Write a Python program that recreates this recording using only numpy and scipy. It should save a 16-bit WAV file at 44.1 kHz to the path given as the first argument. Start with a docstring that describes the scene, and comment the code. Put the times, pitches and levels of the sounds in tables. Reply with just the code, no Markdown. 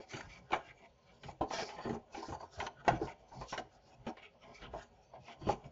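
"""A sheaf of thin cards is leafed, slid and knocked by hand over a desk.
Sliding sheets make tiny clicks and fibre noise, and fanned air adds puffs; both ring the sheaf's modes.
Knocks ring the same modes with a short shove and a rattle.
Around them are the short blur of a small room, a quiet hush with hiss, and a narrow-band microphone."""
import sys
import numpy as np
from scipy import signal
from scipy.fft import rfft, irfft
from scipy.io import wavfile
from scipy.ndimage import uniform_filter1d

SR = 44100
rng = np.random.default_rng(int(sys.argv[2]) if len(sys.argv) > 2 else 0)


def voltage_ratio(decibels):
    """Convert decibels (scalar or array-like) to amplitude ratios, 20 dB per decade."""
    exponent = np.asarray(decibels, float) / 20
    return 10 ** exponent


def store_wav(level_fs):
    """Save 16-bit WAV to argv[1]."""
    pcm = np.round(np.clip(np.atleast_2d(level_fs), -1, 1) * 32767)
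    wavfile.write(sys.argv[1], SR, pcm.T.astype(np.int16))


N = 252028

# spectrum of room hush and hiss: f/Hz, relative level/dB
HUSH_SPECTRUM = [(15, -7.5), (25, 17), (65, 37.5), (285, 2.5), (556, 34), (875, -12.5), (1220, 8),
                 (3100, 12.5), (3750, 5.5), (5910, -0.5), (7500, -8), (9750, -57), (16500, -120)]
# borders between the modes moved by air, flex, edge and face: f/Hz
MOTION_BORDERS = (180, 1200, 3500)
# what the sheaf rings with: f/Hz, width/Hz, relative level/dB
SHEAF_MODES = [(55, 23, -9), (81, 51.4, -9), (128.7, 28, -7.5), (156.5, 56, -14.5), (209.8, 87, -7),
               (234.5, 31, -6), (321, 45, -8), (422, 51.4, -5), (471.3, 64, -9), (562, 148, -7),
               (618.3, 51, -8.5), (670, 76, -6.5), (741.6, 51, -7), (834, 68.5, -7), (928.7, 36.6, -12),
               (1038, 52, -10.5), (1300, 88, -11.5), (1468, 225, -8), (1615, 120, -17), (1780, 210, -19),
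               (2120, 290, -15), (2276, 173, -13.5), (2555, 212, -15.5), (2818, 177, -14),
               (3002, 515, -8.5), (3263, 120, -16), (3880, 960, -10), (4320, 650, -10.5), (4582, 410, -9),
               (5024, 1050, -5.5), (5510, 660, -8.5), (6017, 360, -5.5), (6530, 1000, -4), (6460, 150, -24)]
# puffs of air fanned by the sheets: start t/s, length/s, drive level/dB
AIR_PUFFS = [(0.13, 0.075, -67), (0.222, 0.054, -50.5), (0.358, 0.084, -61), (0.523, 0.036, -59),
             (0.673, .04, -64), (1.1, 0.026, -64), (1.247, 0.037, -46), (1.426, 0.047, -57),
             (1.766, .06, -58), (1.93, .04, -61), (2.292, 0.054, -50), (2.578, 0.049, -51.5),
             (2.78, 0.026, -63), (2.889, 0.074, -40), (3.006, 0.036, -40.5), (3.357, 0.043, -42),
             (3.58, 0.025, -56), (3.983, 0.023, -58.5), (4.478, 0.018, -55), (4.623, .14, -50.5),
             (5.165, 0.045, -57.5), (5.414, 0.11, -48), (5.634, .06, -50.5)]
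# sheets sliding past each other:
# start t/s, length/s, sheaf flex level/dB, edge scrape level/dB, face slide level/dB, edge scrape f/Hz
SHEET_SLIDES = [(0.01, 0.028, -60, -55, -69, 2250), (0.11, 0.098, -55, -43, -54.5, 2040),
                (0.227, 0.032, -61, -49.5, -65, 1560), (0.3, 0.083, -67, -46.5, -64.5, 2090),
                (0.535, 0.027, -49.5, -36, -59.5, 1585), (0.595, 0.027, -68, -49, -75, 1430),
                (0.65, 0.058, -63.5, -46, -70, 1850), (0.788, 0.069, -67.5, -54, -71.5, 2180),
                (1.08, 0.096, -71.5, -63.5, -72.5, 2360), (1.237, 0.075, -57, -52.5, -67, 2200),
                (1.423, 0.047, -51, -66, -88, 1620), (1.531, 0.096, -47, -36, -47.5, 1800),
                (1.672, 0.086, -54, -52, -58.5, 2210), (1.775, 0.18, -54.5, -49, -64, 1770),
                (2.137, 0.065, -50.5, -55.5, -58.5, 2440), (2.231, .12, -54, -50, -60, 1656),
                (2.407, 0.046, -57, -56.5, -66.5, 1500), (2.529, .04, -68, -55, -60.5, 1600),
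                (2.597, 0.062, -45.5, -41, -55.5, 1400), (2.792, 0.019, -64.5, -52, -72, 1480),
                (2.876, 0.032, -39.5, -35.5, -64.5, 1736), (2.922, 0.04, -46.5, -39.5, -60.5, 2065),
                (3.028, 0.029, -50.5, -56, -60.5, 1570), (3.082, 0.039, -58, -45.5, -63.5, 2100),
                (3.165, 0.071, -62.5, -71, -78, 2330), (3.283, 0.026, -67.5, -69, -75.5, 2200),
                (3.34, 0.075, -59, -58.5, -64.5, 2270), (3.408, 0.046, -54, -59, -63.5, 2200),
                (3.498, 0.044, -66.5, -51, -50.5, 2740), (3.58, 0.016, -48.5, -43.5, -57, 1350),
                (3.726, 0.046, -69.5, -58.5, -74, 1430), (3.869, 0.071, -81, -62.5, -69, 2435),
                (4.083, 0.015, -49.5, -44, -66.5, 1750), (4.179, 0.021, -62, -53, -88, 2250),
                (4.23, 0.031, -72, -42.5, -70, 2350), (4.336, .03, -66, -83, -100, 2206),
                (4.426, 0.017, -63, -57, -79, 2340), (4.452, 0.069, -58.5, -58.5, -79, 1680),
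                (4.548, 0.057, -68, -48, -61.5, 2220), (4.618, 0.042, -55, -44, -73, 2326),
                (4.739, 0.033, -54.5, -49.5, -80, 1795), (4.782, 0.048, -65, -46, -61, 1730),
                (5.143, .02, -59, -55.5, -79, 2020), (5.228, .03, -67.5, -63, -69, 2540),
                (5.274, 0.056, -60.5, -47.5, -64, 2450), (5.404, 0.044, -53, -63, -70, 1530),
                (5.482, 0.049, -49.5, -43.5, -54.5, 2510), (5.643, 0.022, -54.5, -59, -70, 2500)]
# how fast a slide fades, for flex, edge and face: fall/(dB/s)
SLIDE_FALLS = (320, 601.5, 751.5)
# drive of the sheaf when merely held, for flex, edge and face: level/dB
HELD_LEVELS = (-70, -69.5, -83.5)
# knocks and flicks: t/s, peak level/dB, strongest f/Hz, treble level/dB, rattle length/s (kept to 0.004-0.05)
HAND_KNOCKS = [(0.0, -45.5, 412, -11, 0.014), (0.132, -39, 159, -6, 0.052), (0.168, -45, 790, 12, 0.012),
               (0.208, -41.5, 1060, 0, 0.0091), (0.505, -42, 614, -10, 0.026),
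               (0.519, -34.5, 436, -5, 0.015), (0.53, -24, 780, -3.5, 0.019),
               (0.559, -36.5, 767, -15, 0.032), (1.234, -47.5, 732, 11, 0.017),
               (1.285, -40.5, 750, -12, 0.022), (1.41, -26.5, 415, -23.5, 0.029),
               (1.505, -35.5, 707, -4.5, 0.028), (1.534, -37.5, 734, 2.5, 0.029),
               (1.585, -34.5, 740, 1, .035), (1.623, -38.5, 425, -15, .014), (1.688, -44.5, 660, 3, 0.042),
               (1.783, -41, 776, -6, 0.038), (1.851, -35, 232, -30.5, 0.045),
               (1.872, -37.5, 390, -29, 0.025), (1.893, -32, 262, -13.5, 0.03),
               (1.929, -35.5, 410, -25, 0.039), (2.146, -40.5, 790, 0.5, 0.035),
               (2.175, -41.5, 352, -3, 0.052), (2.225, -40.5, 1070, -20, 0.024),
               (2.285, -40.5, 437, -15, .031), (2.323, -38, 760, -13, 0.036),
               (2.402, -45, 840, -11.5, 0.023), (2.426, -42, 750, -30, 0.021), (2.601, -34, 920, 1, 0.019),
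               (2.621, -37, 650, -8, .014), (2.665, -37, 880, 1, 0.013), (2.848, -47, 830, -4, 0.032),
               (2.879, -19.5, 710, -1, .015), (2.905, -30, 760, -30, .01), (2.927, -32.5, 199, -28, 0.027),
               (3, -44, 670, -30, .018), (3.013, -29.5, 412, -37, 0.027), (3.07, -41.5, 910, -5.5, 0.035),
               (3.318, -49.5, 883, -26.5, 0.032), (3.344, -51.5, 866, -25, 0.014),
               (3.413, -40, 1060, -12.5, 0.032), (3.525, -35, 899, -2.5, 0.027),
               (3.577, -35.5, 705, 2, 0.016), (4.066, -35.5, 239.4, -12, 0.027),
               (4.169, -51, 773, 1.5, 0.027), (4.221, -57, 770, 6, 0.023), (4.43, -63, 557, 11, 0.017),
               (4.617, -48, 194, -1, 0.037), (4.734, -38.5, 674, -14.5, 0.043),
               (5.135, -48.5, 780, -23, 0.031), (5.279, -50.5, 1180, -8, 0.06),
               (5.414, -48.5, 155.5, -14, .048), (5.469, -30.5, 228, -37, 0.019),
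               (5.489, -23.5, 424, -28, 0.026), (5.526, -38, 216, -25, 0.015),
               (5.655, -46.5, 151.3, -22.5, 0.022)]


def level(x, db):
    """Set the average (rms) level."""
    return x * voltage_ratio(db) / np.sqrt(np.mean(x ** 2))


def walk(rate):
    """A smooth random wander: new levels drawn rate times a second, blurred twice; spread near 1."""
    hold = int(SR / rate)
    steps = np.repeat(rng.standard_normal(N // hold + 1), hold)
    smooth = uniform_filter1d(uniform_filter1d(steps, hold), hold)
    return np.sqrt(2) * smooth[:N]


def quiet():
    """Room hush and microphone hiss: noise shaped in pitch, wavering a little."""
    hz, db = np.transpose(HUSH_SPECTRUM)
    f = np.arange(N // 2 + 1) * SR / N
    shape_db = np.interp(np.log(f + 1), np.log(hz), db)
    hush = irfft(rfft(rng.standard_normal(N)) * voltage_ratio(shape_db), N)
    return level(hush, -71.5) * voltage_ratio(0.5 * walk(8.7))


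def room(x):
    """Desk and walls return a short blur: noise that fades by 60 dB in t60_s."""
    t60_s, room_db = 0.31, -17.5
    t = np.arange(int(0.4 * SR)) / SR
    fade = np.exp(-np.log(1000) * t / t60_s)
    tail = rng.standard_normal(len(t)) * fade * (t > 0.003)  # the first return comes after 3 ms
    tail = tail * voltage_ratio(room_db) / np.sqrt(np.sum(tail ** 2))
    return signal.fftconvolve(x, tail)[:N]


def strokes(start_s, length_s, db, rest_db, rise_db_s, fall_db_s):
    """Level in dB of motions that swell, hold and fade over a resting level."""
    t = np.arange(0, N + 64, 64) / SR
    power = voltage_ratio(2 * rest_db)
    for start, hold, top_db in zip(start_s, length_s, db):
        rise_db = rise_db_s * np.maximum(start - t, 0)
        fall_db = fall_db_s * np.maximum(t - start - hold, 0)
        power = power + voltage_ratio(2 * (top_db - rise_db - fall_db))
    return np.interp(np.arange(N) / SR, t, 10 * np.log10(power))


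def slips(rate, spread_db):
    """Sheets stick and slip: random small clicks of uneven size, rate a second, over fine fibre noise."""
    size = voltage_ratio(spread_db * rng.standard_normal(N)) * rng.choice([-1, 1], N)
    clicks = level(size * (rng.random(N) < rate / SR), 0)
    fibres = 1.11 * rng.standard_normal(N)
    return level(clicks + fibres, 0)


def ring(x, hz, width_hz):
    """A resonance with steep flanks; white noise leaves it at about its own level."""
    section = np.concatenate(signal.iirpeak(hz, hz / width_hz, SR))
    return signal.sosfilt([section, section], x) * np.sqrt(2 * SR / (np.pi * width_hz))


def rustle():
    """Sliding sheets and air puffs drive the modes; grip and overlap favour some, partly by chance."""
    start_s, length_s, flex_db, edge_db, face_db, edge_hz = np.transpose(SHEET_SLIDES)
    # each motion: its level in dB, the pitch in Hz it drives hardest, loss in dB per octave away from it
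    motions = [(flex_db, 645, 6.0), (edge_db, edge_hz, 32.0), (face_db, 4840, 16.0)]
    # one stream of clicks each for air, flex, edge and face, with its own unsteady level
    drives = [slips(rate, 5.4) * voltage_ratio(2.23 * walk(50)) for rate in (300, 1000, 2000, 3000)]
    out = 0
    for hz, width_hz, mode_db in SHEAF_MODES:
        k = np.searchsorted(MOTION_BORDERS, hz)
        if k == 0:  # the lowest modes are moved by air
            push_db = strokes(*np.transpose(AIR_PUFFS), rest_db=-69.5, rise_db_s=501.5, fall_db_s=345.5)
        else:
            motion_db, focus_hz, loss_db = motions[k - 1]
            # modes far from the pitch of the motion are driven less, down to a limit
            near_db = -np.minimum(loss_db * np.abs(np.log2(hz / focus_hz)), 14.0)
            held_db = HELD_LEVELS[k - 1] + np.mean(near_db)
            push_db = strokes(start_s, length_s, motion_db + near_db, held_db,
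                              rise_db_s=500, fall_db_s=SLIDE_FALLS[k - 1])
        patchy_db = 3.5 * walk(16)
        out = out + ring(drives[k] * voltage_ratio(mode_db + push_db + patchy_db), hz, width_hz)
    return out


def strike(x, hz, width_hz):
    """A struck mode: it answers at once, then dies away, sooner if it is wide."""
    r, turn = np.exp(-np.pi * width_hz / SR), 2 * np.pi * hz / SR
    gain = 2 * np.sin(turn) * np.sqrt(1 - r)
    return signal.lfilter([gain], [1, -2 * r * np.cos(turn), r * r], x)


def knocks():
    """Each blow shoves the sheaf, then loose sheets rattle briefly; every blow has its own mix of modes."""
    contact_cycles = 0.7  # a blow lands over this many cycles of its strongest pitch
    shove_s = 0.011  # the shove carries the energy of this much rattle
    treble_hz = 2100  # treble modes are driven hardest here
    length = 4800
    out, t = np.zeros(N + length), np.arange(length) / SR
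    for knock_s, peak_db, strong_hz, treble_db, rattle_s in HAND_KNOCKS:
        landing = np.minimum(t * strong_hz / contact_cycles, 1)  # from 0 to 1 during contact
        fade = np.exp(-(t / np.clip(rattle_s, 0.004, 0.05)) ** 1.6)
        rattle = rng.standard_normal(length) * fade * landing
        contact = np.sin(np.pi * landing)
        shove = contact / contact.sum() * np.sqrt(shove_s * SR)
        # the rattle is stronger in its first few milliseconds
        push = rattle * (1 + 0.8 * np.exp(-t / 0.0031)) + shove
        chance = rng.standard_normal(len(SHEAF_MODES))
        blow = 0
        for k, (hz, width_hz, mode_db) in enumerate(SHEAF_MODES):
            if hz > 1200:
                octaves = np.log2(hz / treble_hz)
                tone_db = treble_db + 7.9 * min(octaves, 0) - 15.0 * max(octaves, 0)
            else:  # a blow reaches upward through the modes more readily than downward
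                octaves = np.log2(hz / strong_hz)
                tone_db = 16.4 * min(octaves, 0) - 9.4 * max(octaves, 0)
            gain = voltage_ratio(mode_db + tone_db + 4.3 * chance[k])
            # neighbouring modes start in opposite directions
            blow = blow + (-1) ** k * gain * strike(push, hz, width_hz)
        # peak of a steady tone as strong as the loudest 10 ms
        crest = np.sqrt(2 * uniform_filter1d(blow ** 2, size=440).max())
        # start early, so that the middle of the contact falls on the listed time
        i = max(int((knock_s - 0.5 * contact_cycles / strong_hz) * SR), 0)
        out[i:i + length] += blow * voltage_ratio(peak_db) / crest
    return out[:N]


def scene():
    """Cards and their room blur over the quiet."""
    cards = rustle() + knocks()
    return (cards + room(cards) + quiet())[None]


def top_cut(x):
    """Nothing passes above the cut-off."""
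    return signal.sosfilt(signal.butter(12, 8100, fs=SR, output="sos"), x)


def record(dry):
    """A narrow-band microphone channel: a steep filter takes off 60 dB or more above its top."""
    top_hz = 8840
    narrow = signal.cheby2(10, 60, top_hz, fs=SR, output="sos")
    mix = signal.sosfilt(narrow, dry)
    return top_cut(mix)


dry = scene()
out = record(dry)
store_wav(out)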